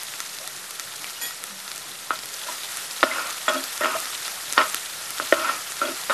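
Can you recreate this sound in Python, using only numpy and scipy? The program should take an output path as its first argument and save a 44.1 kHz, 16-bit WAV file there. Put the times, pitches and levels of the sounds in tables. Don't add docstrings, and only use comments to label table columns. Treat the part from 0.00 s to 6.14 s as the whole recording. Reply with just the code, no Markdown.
import sys
import numpy as np
from scipy import signal
from scipy.io import wavfile
from scipy.ndimage import uniform_filter1d

SR = 44100
rng = np.random.default_rng(int(sys.argv[2]) if len(sys.argv) > 2 else 0)


def decibels_to_gain(level_db):
    exponent = np.asarray(level_db, float) / 20
    return 10 ** exponent


def file_out(sig):
    cols = np.atleast_2d(sig).T
    lim = np.clip(cols, -1, 1)
    pcm = np.round(lim * 32767).astype(np.int16)
    wavfile.write(sys.argv[1], SR, pcm)


N = 270641


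def evened(x):
    return x / np.sqrt(np.mean(x ** 2) + 1e-20)


def read(points, hz):
    f, value = np.transpose(points)
    return np.interp(np.log(hz + 1), np.log(f + 1), value)


def add(mix, s, sound):
    part = mix[round(s * SR):][:len(sound)]
    part += sound[:len(part)]


def resonate(x, hz, width):
    turn = np.exp(2j * np.pi * np.cumsum(hz * np.ones(len(x))) / SR)
    r = np.exp(-np.pi * width / SR)
    smooth = signal.lfilter([1 - r], [1, -r], x / turn + 1e-18)
    return 2 * (turn * smooth).real


def ring(modes, spread_db=0., seconds=0.23):
    t = np.arange(round(seconds * SR)) / SR
    out = np.zeros(len(t))
    luck_db = spread_db * rng.standard_normal(len(modes))
    for (hz, db, t60), extra_db in zip(modes, luck_db):
        out += decibels_to_gain(db + extra_db - 60 * t / t60) * np.sin(2 * np.pi * hz * t)
    return out


def noise(colour_db, size, patchy_db):
    hop = size // 4
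    frames, hz = N // hop + 5, np.fft.rfftfreq(size, 1 / SR)
    a, b, patches = rng.standard_normal((frames, len(hz), 3)).T
    patches = uniform_filter1d(patches, size // 64, axis=0)
    patches = evened(uniform_filter1d(patches, size=8, axis=1))
    z = (a + 1j * b) * decibels_to_gain(colour_db(hz[:, None]) + patchy_db * patches)
    return signal.istft(z, nperseg=size, noverlap=size - hop)[1][:N]


def taps(length, per_s, spread_db, most=4):
    chance, luck, sign = rng.random((3, length))
    size = decibels_to_gain(spread_db * np.minimum(-np.log(luck + 1e-9), most))
    return (chance < per_s / SR) * np.sign(sign - .5) * size


def bubble(hz, cycles, glide):
    turns = np.arange(round(5 * cycles / hz * SR) + 4) * hz / SR
    wave = np.sin(2 * np.pi * (turns + glide * turns ** 2 / cycles)) * np.exp(-turns / cycles)
    return wave / abs(wave).max()


# [f/Hz, width/Hz, level/dB]
BOWL_AIR = [(1350, 90, -3.5), (1855, 170, -8), (3520, 130, -11.5)]


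def hollow(x):
    return sum(decibels_to_gain(db) * signal.lfilter(*signal.iirpeak(hz, hz / width, SR), x)
               for hz, width, db in BOWL_AIR)


# [t/s, level/dB]
FRYING = [(0.0, -35.5), (0.48, -36.5), (1.28, -37), (2.15, -37.5), (2.34, -35), (2.61, -33.5),
          (3.07, -33.5), (3.89, -32.5), (4.97, -33.5), (5.36, -32), (5.7, -33.5), (6.13, -32.5)]
# [f/Hz, level/dB per Hz]
FIZZ_COLOUR = [(180, -48), (300, -28.5), (640, -7.5), (785, -7), (1180, -3), (1320, -2), (2820, -4.5),
               (3980, -3), (11600, -5.5), (12400, -4), (13000, -8.5)]
# [t/s, half width/s, level/dB]
FLARES = [(.2, 0.028, 2), (1.08, 0.051, 2.5), (1.28, 0.042, 2.5), (1.72, 0.076, 1), (2.5, 0.035, 2.5),
          (2.8, .06, 1), (3.3, 0.046, 0.5), (4.02, 0.049, 1.5), (4.28, 0.056, 1), (4.7, 0.087, 1.5),
          (5.7, .05, 0)]


def fizz():
    def colour_db(hz):
        return read(FIZZ_COLOUR, hz) - 0.13 * np.log2(hz / 5000 + 0.0091)

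    blur = evened(noise(colour_db, size=256, patchy_db=1.5))
    clumps = decibels_to_gain(3. * evened(uniform_filter1d(rng.standard_normal(N), size=700)))
    bursts = clumps ** 0.99 * taps(N, 1500., 5.8, most=3.0)
    kind = rng.integers(0, 14, size=N)
    crackle = np.zeros(N)
    for k, hz in enumerate(np.linspace(2500, 12500, num=14)):
        crackle += np.convolve(bursts * (kind == k), bubble(hz, rng.uniform(0.4, 3.6), 0.144))[:N]
    direct = blur * clumps ** 0.14 + decibels_to_gain(-6.5) * evened(crackle)

    t = np.arange(N) / SR
    s, level_db = np.transpose(FRYING)
    flare_db = sum(db * np.exp(-((t - at) / half) ** 2) for at, half, db in FLARES)
    return decibels_to_gain(np.interp(t, s, level_db) + flare_db + 0.07) * (direct + decibels_to_gain(-1) * hollow(direct))


# [t/s, peak level/dB, f/Hz, ring of the bowl air/dB]
SPITS = [(0.0326, -13, 8900, -27), (0.137, -19.5, 2550, -12), (0.2025, -12, 5100, -9),
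         (0.3852, -17, 4000, -24), (0.4746, -13.5, 8100, -13.5), (0.707, -12, 10400, -27),
         (0.7959, -11.5, 5300, -14), (1.042, -21, 2470, -9), (1.1033, -22, 6080, -29),
         (1.3068, -26, 5160, 1), (1.4382, -12.5, 8000, -11), (1.6775, -21.5, 3590, -4),
         (1.7151, -16.5, 3720, -14), (1.759, -17, 7040, -29), (1.778, -17, 5930, -27),
         (2.189, -18, 3750, -21), (2.256, -12.5, 10200, -31), (2.7699, -12, 7840, -17),
         (3.306, -16.5, 5100, -10), (3.7763, -15.5, 5430, -10), (4.001, -11, 8200, -27),
         (4.055, -14.5, 4000, -15), (4.2786, -16, 7540, -4.5), (4.5243, -6.5, 6000, -36),
         (4.5321, -12.5, 5650, -15), (4.6977, -16, 6060, -26), (4.7437, -11, 2700, -9.5),
         (4.7444, -3.5, 9600, -23), (5.105, -11.5, 8800, -19), (5.7194, -18, 4500, -10)]


def spits():
    out = np.zeros(N)
    boom = hollow(np.eye(1, 900)[0])
    boom /= abs(boom).max()
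    for s, db, hz, ring_db in SPITS:
        snap = decibels_to_gain(ring_db + 3.5) * boom
        add(snap, 0, bubble(hz, 2.46, 0.32))
        add(snap, 0, decibels_to_gain(-7.) * bubble(9500, .9, .1))
        add(snap, .0005, decibels_to_gain(-4) * bubble(1.48 * hz, 1.0, 0.046))
        add(out, s + 0.0014, decibels_to_gain(db - 0.5) * snap)
    return out


# [f/Hz, level/dB, t60/s]
PAN_DEEP = [(270, -1.5, 0.55), (340, 1, 0.3), (378, 2.5, 0.15)]
PAN_DULL = [(490, -23, 0.035), (587.6, 6.5, 0.13), (644, 9, 0.12), (740, -3, .05)]
PAN_MAIN = [(910, -45, 0.27), (975, -35, 0.63), (1096, 8, 0.63), (1289, 19, 0.2), (1400, 20, 0.055),
            (1487, 13, 0.068)]
PAN_HARD = [(1756, 19, 0.032), (1845, 17.5, 0.092), (2060, 13, 0.14), (2200, -2, 0.19), (2280, -5, 0.094),
            (2400, -26, 0.056), (2660, -63, 0.016), (3330, -15, 0.099), (3750, -12, 0.022),
            (4580, 1.5, 0.036), (5160, 4.5, 0.15)]
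# [t/s, peak level/dB, dull part/dB, hard part/dB, crack/dB]
KNOCKS = [(2.106, -7, -47, -23, -29), (3.0293, -1, -45, -9, -17), (3.035, -12, 5, 0, -16),
          (3.481, -7.5, -41, -8, -29), (3.809, -17.5, -3, -6, -16), (3.835, -23, -16, 7, -9),
          (3.845, -13, -10, -9, -13), (3.857, -10, -27, -10, -33), (4.578, 0, -41, -8, -17),
          (4.615, -14, -34, 0, -18), (5.199, -10.5, -17, -20, -31), (5.324, -10, 7.5, 4, -15),
          (5.326, -6, 0, -18, -30), (5.815, -19, -1, -14, -21), (6.097, -10.5, -16, -5.5, -22)]


def knocks():
    out, blow = np.zeros(N), signal.windows.hann(7)
    groups = ([*PAN_DULL, *PAN_DEEP], PAN_MAIN, PAN_HARD)
    for s, db, dull_db, hard_db, crack_db in KNOCKS:
        parts = [np.convolve(ring(modes, spread_db=2.5), blow) for modes in groups]
        t = np.arange(len(parts[0])) / SR
        choke = 0.08 + np.exp(-t / 0.01)
        dull, main, hard = (p * choke / abs(p * choke).max() for p in parts)
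        body = decibels_to_gain(dull_db + 2) * dull + main + decibels_to_gain(hard_db + 1.5) * hard
        crack = resonate(rng.standard_normal(len(t)), 3050, 1100)
        crack = resonate(crack, 3050, 1100) * np.exp(-t / .005)
        crack /= abs(crack).max()
        add(out, s + 0.00045, -decibels_to_gain(db) * (body + decibels_to_gain(crack_db + 7) * crack))
    return out


SWELL_DB = 20
DEEP_DB, DULL_DB, HARD_DB = -24.5, -9, -5
DEEP_PER, DULL_PER, HARD_PER = 2.48, 0.94, 0.058
GRIT_DB_PER_OCTAVE = 1.4


def scrape(jerks, at, db, rise, fall, weight_db):
    first = round((at - 1.5 * rise) * SR)
    jerks = jerks[first:round((at + 1.5 * fall) * SR)]
    t = (first + np.arange(len(jerks))) / SR - at
    low_hz = 606 + 420 * t
    main_hz = 1340. - 1200 * np.clip(t, 0, .1)

    def band(hz, width):
        return evened(resonate(resonate(jerks, hz, width), hz, width))

    groups = (PAN_DEEP, PAN_DULL, PAN_MAIN, PAN_HARD)
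    deep, dull, main, hard = (evened(signal.oaconvolve(jerks, ring(modes, spread_db=2.))[:len(t)])
                              for modes in groups)
    dull = evened(dull + 2.3 * band(low_hz, 84) + 0.55 * band(790, 330))
    main = evened(main + 1.38 * band(main_hz, 122) + 1.06 * band(1078, 750))
    hard = evened(hard + 1.3 * band(2250, 900))

    grit_db = GRIT_DB_PER_OCTAVE * np.log2(rise / 0.15)
    sound = main + decibels_to_gain(DEEP_DB + DEEP_PER * weight_db) * deep
    sound += decibels_to_gain(DULL_DB + DULL_PER * weight_db) * dull
    sound += decibels_to_gain(HARD_DB + HARD_PER * weight_db + grit_db) * hard
    drag = decibels_to_gain(db - SWELL_DB * np.maximum(-t / rise, t / fall))
    return first / SR, drag * sound


# [t of most pressure/s, drag level/dB, rise/s, fall/s, weight on the pan/dB]
PUSHES = [(2.114, -28, 0.019, 0.074, -1), (2.49, -38.5, 0.071, 0.14, 5), (3.045, -29, 0.0088, 0.27, 3.5),
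          (3.193, -31, 0.21, 0.095, -1), (3.289, -36.5, 0.13, 0.053, -8),
          (3.484, -16.5, 0.0065, 0.075, 3.5), (3.559, -33.5, 0.045, 0.11, 9.5), (3.812, -28, .004, 0.2, 7),
          (3.865, -29, 0.075, .2, -15), (3.965, -32.5, 0.13, 0.011, -7), (4.03, -50, 0.053, 0.028, -13),
          (4.586, -16, 0.018, 0.084, -0.5), (4.613, -24, 0.049, 0.027, -8.), (5.208, -31, 0.0062, 0.041, 8),
          (5.338, -27, 0.012, 0.18, 7), (5.5, -24.5, .16, 0.083, -14), (5.829, -26.5, 0.018, 0.067, 7),
          (5.89, -33, 0.071, .07, 9.5), (6.1, -19, 0.0035, 0.13, -0.5)]


def scrapes():
    out = np.zeros(N)
    jerks = taps(N, 6000., 3.5, most=3)
    for push in PUSHES:
        add(out, *scrape(jerks, *push))
    return out


# [t/s, peak level/dB, f/Hz, t60/s]
GLINTS = [(.4, -43, 635, 0.28), (.41, -44.5, 539, .25), (.44, -42.5, 740, 0.2), (1.048, -31, 2320, 0.059),
          (1.166, -32.5, 2900, 0.093), (2.485, -25.5, 975, 0.11), (3.04, -25, 5170, 0.05),
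          (3.112, -18, 2060, 0.066), (3.183, -10, 1400, 0.025), (3.482, -16.5, 3360, 0.084),
          (3.483, -22.5, 7080, 0.056), (3.535, -39, 6780, 0.045), (3.575, -28, 3330, 0.11),
          (3.95, -19, 648, 0.11), (3.816, -21, 1864, .12), (4.578, -14.5, 4490, 0.03),
          (4.58, -18, 5270, .03), (3.032, -25, 4200, .04), (5.445, -15, 1340, 0.079),
          (5.472, -19, 1398, 0.062), (5.49, -8.5, 1350, 0.05), (5.816, -11.5, 1366, 0.081),
          (5.852, -22.5, 3330, 0.049), (6.1, -23, 3750, 0.068)]


def glints():
    out, t = np.zeros(N), np.arange(round(.3 * SR)) / SR
    for s, db, hz, t60 in GLINTS:
        twin = np.sin(2 * np.pi * (1.1 * hz * t + rng.random()))
        pair = np.sin(2 * np.pi * hz * t) + 0.32 * twin
        add(out, s, decibels_to_gain(db - 60 * t / t60) * pair * (1 - np.exp(-t / 0.0014)))
    return out


RATTLE_S = 1.2135
# [f/Hz, level/dB, t60/s]
LADLE_MODES = [(1908, 5, 0.095), (2490, 5, 0.046), (3350, 4, 0.071), (4700, 2.5, 0.065), (5170, 0, 0.11),
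               (5900, -7, 0.046), (6780, -18, 0.043), (7080, 4, 0.15), (6900, 0, 0.11), (8200, -4, 0.063),
               (8810, 3, 0.076), (9300, 5, 0.066), (10900, 1, .07), (11780, 7, 0.096)]


def rattle():
    chatter = evened(taps(round(.11 * SR), 1800., 4., most=3))
    t = np.arange(len(chatter)) / SR
    chatter[0] = 5.5
    body = ring(LADLE_MODES)
    body[0] += 24.
    fade = decibels_to_gain(-25 - 194 * t)
    return signal.oaconvolve(chatter * fade, body / np.linalg.norm(body))


HUM_HZ, HUM_DB = 195, -65.5
SHAKE_DB, SHAKE_S = -39, 0.59
THUMP_DB, THUMP_HZ = -54, 46
# [f/Hz, level/dB per Hz]
ROAR_COLOUR = [(41, -51), (70, -29), (108, -5.5), (151, -3), (220, -19), (258, -6), (639, -2.5), (900, -9),
               (1170, -31), (1980, -120)]


def room(ladle):
    t = np.arange(N) / SR
    roar = evened(noise(lambda hz: read(ROAR_COLOUR, hz), size=2048, patchy_db=2.0))

    peak = signal.iirpeak(HUM_HZ, 9., SR)
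    hum = evened(signal.lfilter(*peak, signal.lfilter(*peak, rng.standard_normal(N))))
    swell_db = 12.4 * np.exp(-((t - 1.54) / .12) ** 2)

    low_band = signal.butter(2, [55., 150.], "band", fs=SR, output="sos")
    shake = evened(signal.sosfilt(low_band, rng.standard_normal(N)))
    hold = np.exp(-1 / (SHAKE_S * SR))
    sway = np.sqrt(signal.lfilter([1 - hold], [1, -hold], ladle ** 2))

    out = decibels_to_gain(-53.5) * roar + decibels_to_gain(SHAKE_DB) * sway * shake + decibels_to_gain(HUM_DB + swell_db) * hum
    for s, db in [row[:2] for row in KNOCKS] + [(RATTLE_S, -4.)]:
        add(out, s, decibels_to_gain(db + THUMP_DB) * bubble(THUMP_HZ, 0.61, 0))
    return out


def scene():
    oil = fizz() + spits()
    ladle = knocks() + scrapes() + glints()
    add(ladle, RATTLE_S, rattle())
    no_bass = signal.butter(8, 245., "high", fs=SR, output="sos")
    mix = signal.sosfilt(no_bass, oil + ladle) + room(ladle)
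    return np.array([mix, mix])


def top_cut(x):
    return signal.sosfilt(signal.butter(12, 13710, fs=SR, output="sos"), x)


def record(dry):
    low_pass = signal.firwin(401, 12550, window=("kaiser", 9), fs=SR)
    mid = np.convolve(dry[0], low_pass, "same")

    hz, t, z = signal.stft(mid, SR, nperseg=1024)
    draws = rng.random((len(t) // 3 + 1, 2))
    burst, often = np.repeat(draws, 3, axis=0)[:len(t)].T
    high = (hz > 11200) & (hz < 11800)
    apart = (burst < .16) | (high[:, None] & (often < .55))
    size = np.minimum(abs(z), 2 * np.median(abs(z), axis=1)[:, None])
    turn = np.exp(2j * np.pi * rng.random(z.shape))
    side = signal.istft(size * apart * turn * decibels_to_gain(-14.), SR, nperseg=1024)[1][:N]

    mix = np.clip([mid + side, mid - side], -1, 1) - .0007
    return top_cut(mix)


dry = scene()
out = record(dry)
file_out(out)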